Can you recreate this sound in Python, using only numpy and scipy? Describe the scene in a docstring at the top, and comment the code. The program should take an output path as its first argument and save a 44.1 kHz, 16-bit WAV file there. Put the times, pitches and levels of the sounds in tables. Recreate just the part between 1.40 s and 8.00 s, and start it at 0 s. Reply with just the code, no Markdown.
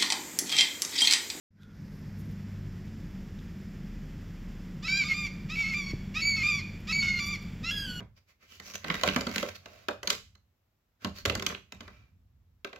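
"""A low rumble, a far engine and a faint hiss fade in, with one distant call and crackling dry leaves.
Then a hawk, pinning its prey on the woodland floor, sends five harsh cries ringing through the trees.
Each scoops up in a croak, breaks into a shrill scream as the syrinx flips register, and ends in a frayed
downward hook. An undertone adds side tones, turbulent air adds rasp, throat and beak colour the voice.
A few soft knocks on the microphone fall among the cries."""
import sys
import numpy as np
from scipy import signal
from scipy.fft import rfft, irfft
from scipy.io import wavfile
from scipy.ndimage import uniform_filter1d

SR = 44100
rng = np.random.default_rng(int(sys.argv[2]) if len(sys.argv) > 2 else 0)


def generate_wav(sig):
    """Save sig (samples, or channels by samples) to the path in sys.argv[1] as 16-bit PCM at SR."""
    pcm = np.round(np.clip(np.atleast_2d(sig).T, -1, 1) * 32767).astype(np.int16)
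    wavfile.write(sys.argv[1], SR, pcm)


N = 291060
TIME = np.arange(N) / SR

# per cry: (time [s], pitch [Hz], effort [dB], brightness [dB])
CRY_CONTOURS = [
    [(3.421, 2260, -40.5, 8.5), (3.49, 2298, -32.5, 2), (3.585, 2428, -33, 5.5), (3.618, 2283, -27, -6.5),
     (3.645, 2145, -39, 7.5), (3.685, 2201, -36.5, 6), (3.72, 2147, -24, -6), (3.742, 2119, -36.5, 3.5),
     (3.785, 2180, -34.5, 1), (3.882, 2095, -32.5, -3.5)],
    [(4.085, 2253, -38.5, 4.5), (4.16, 2257, -34.5, -5.5), (4.21, 2300, -28, -5), (4.25, 2143, -33.5, 0.5),
     (4.3, 2217, -33, 1.5), (4.34, 2088, -32, -7), (4.38, 2137, -30.5, -3), (4.45, 1952, -44.5, 4.5),
     (4.525, 2085, -35.5, -0.5)],
    [(4.738, 2212, -32.5, 1.5), (4.84, 2256, -28.5, -4), (4.875, 2305, -26.5, 2), (4.945, 2215, -25, -10),
     (4.975, 2202, -36.5, 12), (5.025, 2113, -30.5, -3), (5.06, 2153, -26.5, -3.5), (5.092, 2205, -24, -6),
     (5.13, 2078, -32.5, 4), (5.17, 2060, -34.5, 1.5), (5.218, 1920, -40.5, 2.5)],
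    [(5.468, 2288, -35.5, 6.5), (5.52, 2287, -28, -2.5), (5.575, 2281, -26, -5.5), (5.625, 2211, -27, -1.5),
     (5.7, 2178, -33, 0), (5.745, 2142, -32.5, -5.5), (5.795, 2114, -36.5, 6.5), (5.86, 2045, -38.5, 6.5),
     (5.915, 2143, -36.5, 4), (5.967, 2024, -31, -6)],
    [(6.224, 2373, -42, 5.5), (6.3, 2360, -29, 0), (6.348, 2477, -32.5, -2.5), (6.38, 2392, -29, 1.5),
     (6.42, 2350, -35, 1.5), (6.5, 2057, -41, 5), (6.7, 1900, -32.5, -7)],
]
# per cry, breaks after the opening croak: (time [s], register, undertone/pitch [ratio])
CRY_BREAKS = [
    [(3.48, "reedy", 0.66), (3.642, "nasal", 1 / 2), (3.683, "harsh", .6), (3.738, "nasal", 1 / 2)],
    [(4.158, "harsh", 0.6), (4.34, "nasal", 1 / 2)],
    [(4.815, "clear", 0.55), (4.96, "harsh", 0.59), (5.03, "nasal", 1 / 2)],
    [(5.523, "clear", 0.66), (5.618, "harsh", .64), (5.67, "reedy", 0.67), (5.796, "nasal", 1 / 2)],
    [(6.311, "squeal", 1 / 2)],
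]


def hawk():
    """Five cries in a row."""
    return sum(cry(contour, breaks) for contour, breaks in zip(CRY_CONTOURS, CRY_BREAKS))


# syrinx modes, name: (pitch jump [Hz], main tone [dB], overtones [dB], side tones [dB],
# outer vs inner side tones [dB], rasp [dB], treble from the open beak [dB])
REGISTERS = { "croak": (441.5, -3.5, -13.5, -8, 7.5, -18, -3),
             "clear": (-0.5, -2.5, -2.5, -27, 9, -27.5, -1),
             "harsh": (-0.5, -0.5, -13.5, -12.5, -11, -17, 1),
             "reedy": (-1.5, 2, -8.5, -9.5, -12.5, -19, 1), "nasal": (250, -1.5, -11, -12, 0, -21.5, 4.5),
             "squeal": (901, -5.5, -24.5, -9.5, 0, -24.5, 14.5)}
# throat turbulence: (frequency [Hz], level [dB])
RASP_SPECTRUM = [(700, -28), (1400, -17), (1900, -17), (2250, -4), (2630, 2), (2900, -5), (3300, -8),
                 (4100, -15), (5200, -10), (6300, -14), (7300, -15), (8300, -33), (10500, -31),
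                 (13000, -25), (15500, -37)]


def cry(contour, breaks):
    """The syrinx holds one register after another, fraying at both ends and at pitch jumps."""
    scoop_hz, scoop_s, hook_hz, hook_s = 561.2, .024, 308, .0144
    attack_s, release_s, snap_s, blend_s = .027, .015, .0034, .013
    fray_db, fray_ends_s, fray_jump_s = -14, .018, .012
    jitter, chaos, shimmer, flutter_db, croak_ratio = .0033, .0075, .12, 2, .25
    times, *controls = np.transpose(contour)
    span = np.flatnonzero((TIME > times[0]) & (TIME < times[-1]))
    t = TIME[span]
    since, until = t - times[0], times[-1] - t
    pitch_hz, effort_db, bright_db = (np.interp(t, times, column) for column in controls)

    break_times, names, ratios = zip(*breaks)
    stage = np.searchsorted(break_times, t)
    modes = np.array([REGISTERS[name] for name in ("croak", *names)], float)
    jumps_hz, *voiced_db, outers_db, rasps_db, gapes_db = modes.T
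    timbre_db = np.array([*voiced_db, rasps_db, gapes_db])[:, stage]
    tone_db, over_db, side_db, rasp_db, gape_db = glide(timbre_db, blend_s)
    hz = pitch_hz + glide(jumps_hz[stage], snap_s)
    hz -= scoop_hz * np.exp(-since / scoop_s) + hook_hz * np.exp(-until / hook_s)

    fray = np.exp(-np.minimum(since, until) / fray_ends_s)
    for at_s, step_hz in zip(break_times, np.diff(jumps_hz)):
        fray += .5 * (abs(step_hz) > 100) * np.exp(-abs(t - at_s) / fray_jump_s)
    tone, over, side = amp([tone_db, over_db + bright_db, side_db + bright_db])
    rasp = amp(rasp_db) + amp(fray_db) * fray
    # more rasp, less steady cycles
    roughness = .2 + rasp / (rasp + tone + side) + 3 * fray
    shake = jitter * wander(46)[span] + chaos * roughness * wander(300)[span]
    cycles = np.cumsum(hz * (1 + shake)) / SR

    voice = tone * amp(flutter_db * wander(45)[span]) * np.sqrt(2) * np.cos(2 * np.pi * cycles)
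    voice += over * throat(cycles, hz, np.arange(2, 7), 1, gape_db)
    air = noise(RASP_SPECTRUM)[span]
    side_flutter = 1 + .22 * wander(55)[span]
    for n, (ratio, outer_db) in enumerate(zip((croak_ratio, *ratios), outers_db)):
        puffs = air * (1 + .5 * np.cos(2 * np.pi * cycles * ratio))  # at the undertone's rate
        sidebands = side_flutter * side_tones(cycles, hz, ratio, outer_db, gape_db)
        active = glide(1. * (stage == n), blend_s)
        voice += active * (side * sidebands + rasp * puffs)
    envelope = amp(effort_db) * np.minimum(since / attack_s, 1) * np.minimum(until / release_s, 1)
    out = np.zeros(N)
    out[span] = envelope * voice * (1 + shimmer * wander(91)[span])
    return out


def side_tones(cycles, hz, ratio, outer_db, gape_db):
    """The undertone beats with the pitch: tones one (inner) and two (outer) steps off each harmonic."""
    inner, outer = (np.unique(np.array([step, -step]) % 1) for step in (ratio, 2 * ratio))
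    outer = outer[outer > 0]
    weights = np.r_[np.ones(len(inner)), np.full(len(outer), amp(outer_db))]
    harmonics = np.arange(7)
    multiples = np.add.outer(harmonics, np.r_[inner, outer]).ravel()
    return throat(cycles, hz, multiples, np.tile(weights, len(harmonics))[:, None], gape_db)


# throat and beak response: (frequency [Hz], gain [dB])
THROAT_RESPONSE = [(600, -49.5), (1200, -1.5), (1550, 0.5), (1900, 3), (2550, 25), (3100, -4), (3500, -0.5),
                   (3920, 5), (4300, -1), (4750, -1.5), (5400, 3.5), (6200, -12.5), (6700, -13),
                   (7250, -8.5), (8300, -39.5), (13000, -30.5), (15500, -48)]


def throat(cycles, hz, multiples, weights, gape_db):
    """Partials of the pitch, coloured by throat and open beak, at rms 1."""
    k = multiples[:, None]
    partial_hz = k * hz
    treble = np.clip((partial_hz - 7400) / 700, 0, 1)
    gains = weights * amp(at_hz(THROAT_RESPONSE, partial_hz) + gape_db * treble) * (partial_hz < SR / 2)
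    waves = np.cos(2 * np.pi * (k * cycles + rng.random(k.shape)))
    return (gains * waves).sum(0) / np.sqrt((gains ** 2).sum(0) / 2 + 1e-20)


# woodland ring: (frequency [Hz], T60 [s])
WOOD_DECAY = [(1000, .6), (2400, .72), (5000, .7), (8000, .5), (14000, .3)]


def wood_echo(x, near_db=-11, near_s=.012, far_db=-13.5, build_s=.014, echoes_per_s=2500, width=.13):
    """Nearby stems scatter the sound at once; farther trunks return a long thin tail."""
    t = np.arange(SR) / SR
    taps = rng.standard_normal((2, SR)) * (rng.random((2, SR)) < echoes_per_s / SR)
    hz, frame_s, spectra = signal.stft(taps * (1 - np.exp(-t / build_s)), SR, nperseg=256)
    decay = amp(-60 * frame_s / at_hz(WOOD_DECAY, hz)[:, None])
    far = signal.istft(spectra * decay, SR, nperseg=256)[1][:, :SR]
    near = taps * np.exp(-t / near_s) * (t > .002)
    response = amp(near_db) * near / np.linalg.norm(near[0]) + amp(far_db) * far / np.linalg.norm(far[0])
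    mid, side = signal.fftconvolve(x[None], response, axes=1)[:, :N]
    return stereo(mid, width * side)


# (centre time [s], length [s], level [dB], sharp share [0-1])
RUSTLES = [(0.231, 0.024, -53.5, 0.04), (.55, 0.1, -73, 0.7), (0.8, 0.029, -64.5, 0.9), (.86, .03, -71, .9),
           (0.91, .02, -66, 0.6), (1.478, 0.013, -63.5, 0), (1.992, .008, -60, 0), (5.084, .014, -61, .2),
           (5.406, 0.015, -71, 0.7), (5.872, 0.018, -48.5, 0.9), (6.024, 0.012, -61, 0.3)]
# dull and sharp cracks: (frequency [Hz], level [dB])
DULL_SPECTRUM = [(800, -50), (1800, -3), (3000, 0), (3500, 12.5), (4400, -3), (6500, -7), (8500, -20),
                 (15000, -31)]
SHARP_SPECTRUM = [(2000, -28), (6500, -4), (9000, -11), (12500, 0), (14000, 1.5), (15700, -36)]


def leaves(grain_db=6):
    """Each rustle is a short clump of tiny cracks in dry leaves."""
    dull, sharp = noise(DULL_SPECTRUM), noise(SHARP_SPECTRUM)
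    cracks = unit(amp(grain_db * wander(700)))
    out = np.zeros(N)
    for at_s, length_s, db, share in RUSTLES:
        envelope = amp(db) * np.exp(-2 * ((TIME - at_s) / length_s) ** 2)
        out += envelope * (np.sqrt(share) * sharp + np.sqrt(1 - share) * dull)
    return out * cracks


# (time [s], frequency [Hz], level [dB], decay [s])
KNOCKS = [(4.048, 141.9, -30.5, 0.006), (4.535, 312, -27, 0.0018), (4.538, 113, -24, 0.0033)]


def knocks():
    """Soft bumps at the microphone, each a quickly damped low tone."""
    out = np.zeros(N)
    for at_s, hz, db, decay_s in KNOCKS:
        t = np.maximum(TIME - at_s, 0)
        out += amp(db) * t / decay_s * np.exp(1 - t / decay_s) * np.sin(2 * np.pi * hz * t)
    return out


# (time [s], pitch [Hz], level [dB])
FAR_CALL_CONTOUR = [(0.159, 1557, -74), (0.211, 1470, -51.5), (0.259, 1444, -55.5), (.32, 1355, -59),
                    (.36, 1430, -84)]


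def far_call(jitter=.06, upper_ratio=2.4, upper_db=-11):
    """A hoarse distant note with one weak tone above it."""
    times, hz, db = np.transpose(FAR_CALL_CONTOUR)
    pitch_hz = np.interp(TIME, times, hz) * (1 + jitter * wander(200))
    phase = 2 * np.pi * np.cumsum(pitch_hz) / SR
    envelope = np.interp(TIME, times, amp(db), left=0, right=0)
    return envelope * (np.sin(phase) + amp(upper_db) * np.sin(upper_ratio * phase))


# (time [s], speed [rev/s])
ENGINE_SPEED = [(.2, 25.3), (1.3, 24.3), (1.8, 23.7), (2.4, 24.9), (3.3, 22.5), (4.2, 23.3), (5.2, 24.5),
                (5.8, 23.8), (6.6, 21.5)]
# (order [multiple of speed], level [dB])
ENGINE_ORDERS = [(1.5, -51), (4, -48.5), (6, -52.5), (8, -47), (9, -54.5), (12, -81.5), (15, -66.5)]
# how well the orders carry: (time [s], low [dB], middle [dB], upper [dB])
ENGINE_CARRY = [(.3, -10, 0.5, -6), (1.3, 2, 4.5, -1.5), (1.8, 2.5, -1.5, -1.5), (3, 6, -7, -4),
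                (4, 2, -1.5, 0.5), (5.198, 3.5, 1, 1), (6.6, 1, -3, -2)]


def engine(waver_db=2):
    """Low tones of a distant engine, each wavering on its way through the wood."""
    revs = np.cumsum(curve(ENGINE_SPEED)) / SR
    times, *bands_db = np.transpose(ENGINE_CARRY)
    out = np.zeros(N)
    for order, db in ENGINE_ORDERS:
        carry_db = np.interp(TIME, times, bands_db[np.searchsorted([3, 7], order)])
        tone = np.sqrt(2) * np.cos(2 * np.pi * (order * revs + rng.random()))
        out += amp(db + carry_db + waver_db * wander(1.9)) * tone
    return out


# (frequency [Hz], level [dB])
RUMBLE_SPECTRUM = [(12, -21), (22, -25), (40, -6), (60, -4.5), (80, -4), (120, -8), (160, 0.5), (200, -3),
                   (275, -13), (360, -19.5), (600, -28), (800, -46), (1700, -100)]


def rumble(mid_db=-43, side_db=-70, flicker_db=1):
    """A low distant roar, almost the same in both ears."""
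    mid = amp(mid_db + flicker_db * wander(18)) * noise(RUMBLE_SPECTRUM)
    return stereo(mid, amp(side_db) * noise(RUMBLE_SPECTRUM))


# (frequency [Hz], level [dB])
AIR_SPECTRUM = [(300, -31), (700, -2), (1200, -2.5), (2000, 1), (3200, -16.5), (5200, -6), (7300, -17.5),
                (8300, -25), (11000, -24.5), (13000, -16), (14500, -22), (15700, -107)]
HISS_SPECTRUM = [(600, 3.5), (1100, 2), (1700, 3.5), (2500, 5.5), (3500, 3), (4400, -17.5), (5500, -27),
                 (7300, -2), (8300, -21), (11000, -53), (13000, -27), (15000, -13)]
# (time [s], level [dB])
HISS_LEVEL = [(.45, -69.5), (.9, -65), (1.97, -63.5), (2.05, -64), (6.6, -58)]


def hiss(air_db=-61, side_db=-82.5, flicker_db=.45):
    """Faint woodland air and a soft hiss that slowly swells."""
    mid = amp(air_db) * noise(AIR_SPECTRUM) + amp(curve(HISS_LEVEL)) * noise(HISS_SPECTRUM)
    mid *= amp(flicker_db * wander(20))
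    return stereo(mid, amp(side_db) * noise(AIR_SPECTRUM))


def amp(db):
    """Decibels to gain."""
    return 10 ** (np.asarray(db) / 20)


def unit(x):
    """Scales to rms 1."""
    return x / np.sqrt(np.mean(x ** 2) + 1e-20)


def at_hz(points, hz):
    """Reads a table on a log-frequency axis."""
    table_hz, values = np.transpose(points)
    return np.interp(np.log(hz + 1), np.log(table_hz + 1), values)


def curve(points):
    """Reads a (time [s], value) table at every sample."""
    return np.interp(TIME, *np.transpose(points))


def glide(x, seconds):
    """Smooths steps into ramps."""
    return uniform_filter1d(x, max(round(seconds * SR), 1), axis=-1)


def noise(spectrum):
    """Shaped noise of rms 1."""
    gains = amp(at_hz(spectrum, np.fft.rfftfreq(N, 1 / SR)))
    return unit(irfft(rfft(rng.standard_normal(N)) * gains, N))


def wander(rate_hz):
    """Random drift of rms 1, rolled off above the rate."""
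    hz = np.fft.rfftfreq(N, 1 / SR)
    return unit(irfft(rfft(rng.standard_normal(N)) / np.sqrt(1 + (hz / rate_hz) ** 4), N))


def stereo(mid, side):
    """Mid and side to left and right."""
    return np.array([mid + side, mid - side])


def scene(right_db=1.45):
    """Birds, leaves and hiss lean slightly right; the low sounds sit in the middle."""
    direct = hawk() + leaves() + far_call()
    pan = amp([[-right_db / 2], [right_db / 2]])
    return pan * (direct + wood_echo(direct) + hiss()) + rumble() + engine() + knocks()


# (time [s], gain [dB])
FADE_IN = [(0, -100), (.098, -100), (.108, -27), (.2, -13), (.3, -8), (.4, -2), (.6, 0)]


def record(dry):
    """Fade-in, then a steep low-pass."""
    cutoff_hz = 15700
    lowpass = signal.firwin(511, cutoff_hz, window=("kaiser", 9), fs=SR)
    return signal.oaconvolve(dry * amp(curve(FADE_IN)), lowpass[None], "same", axes=1)


dry = scene()
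out = record(dry)
generate_wav(out)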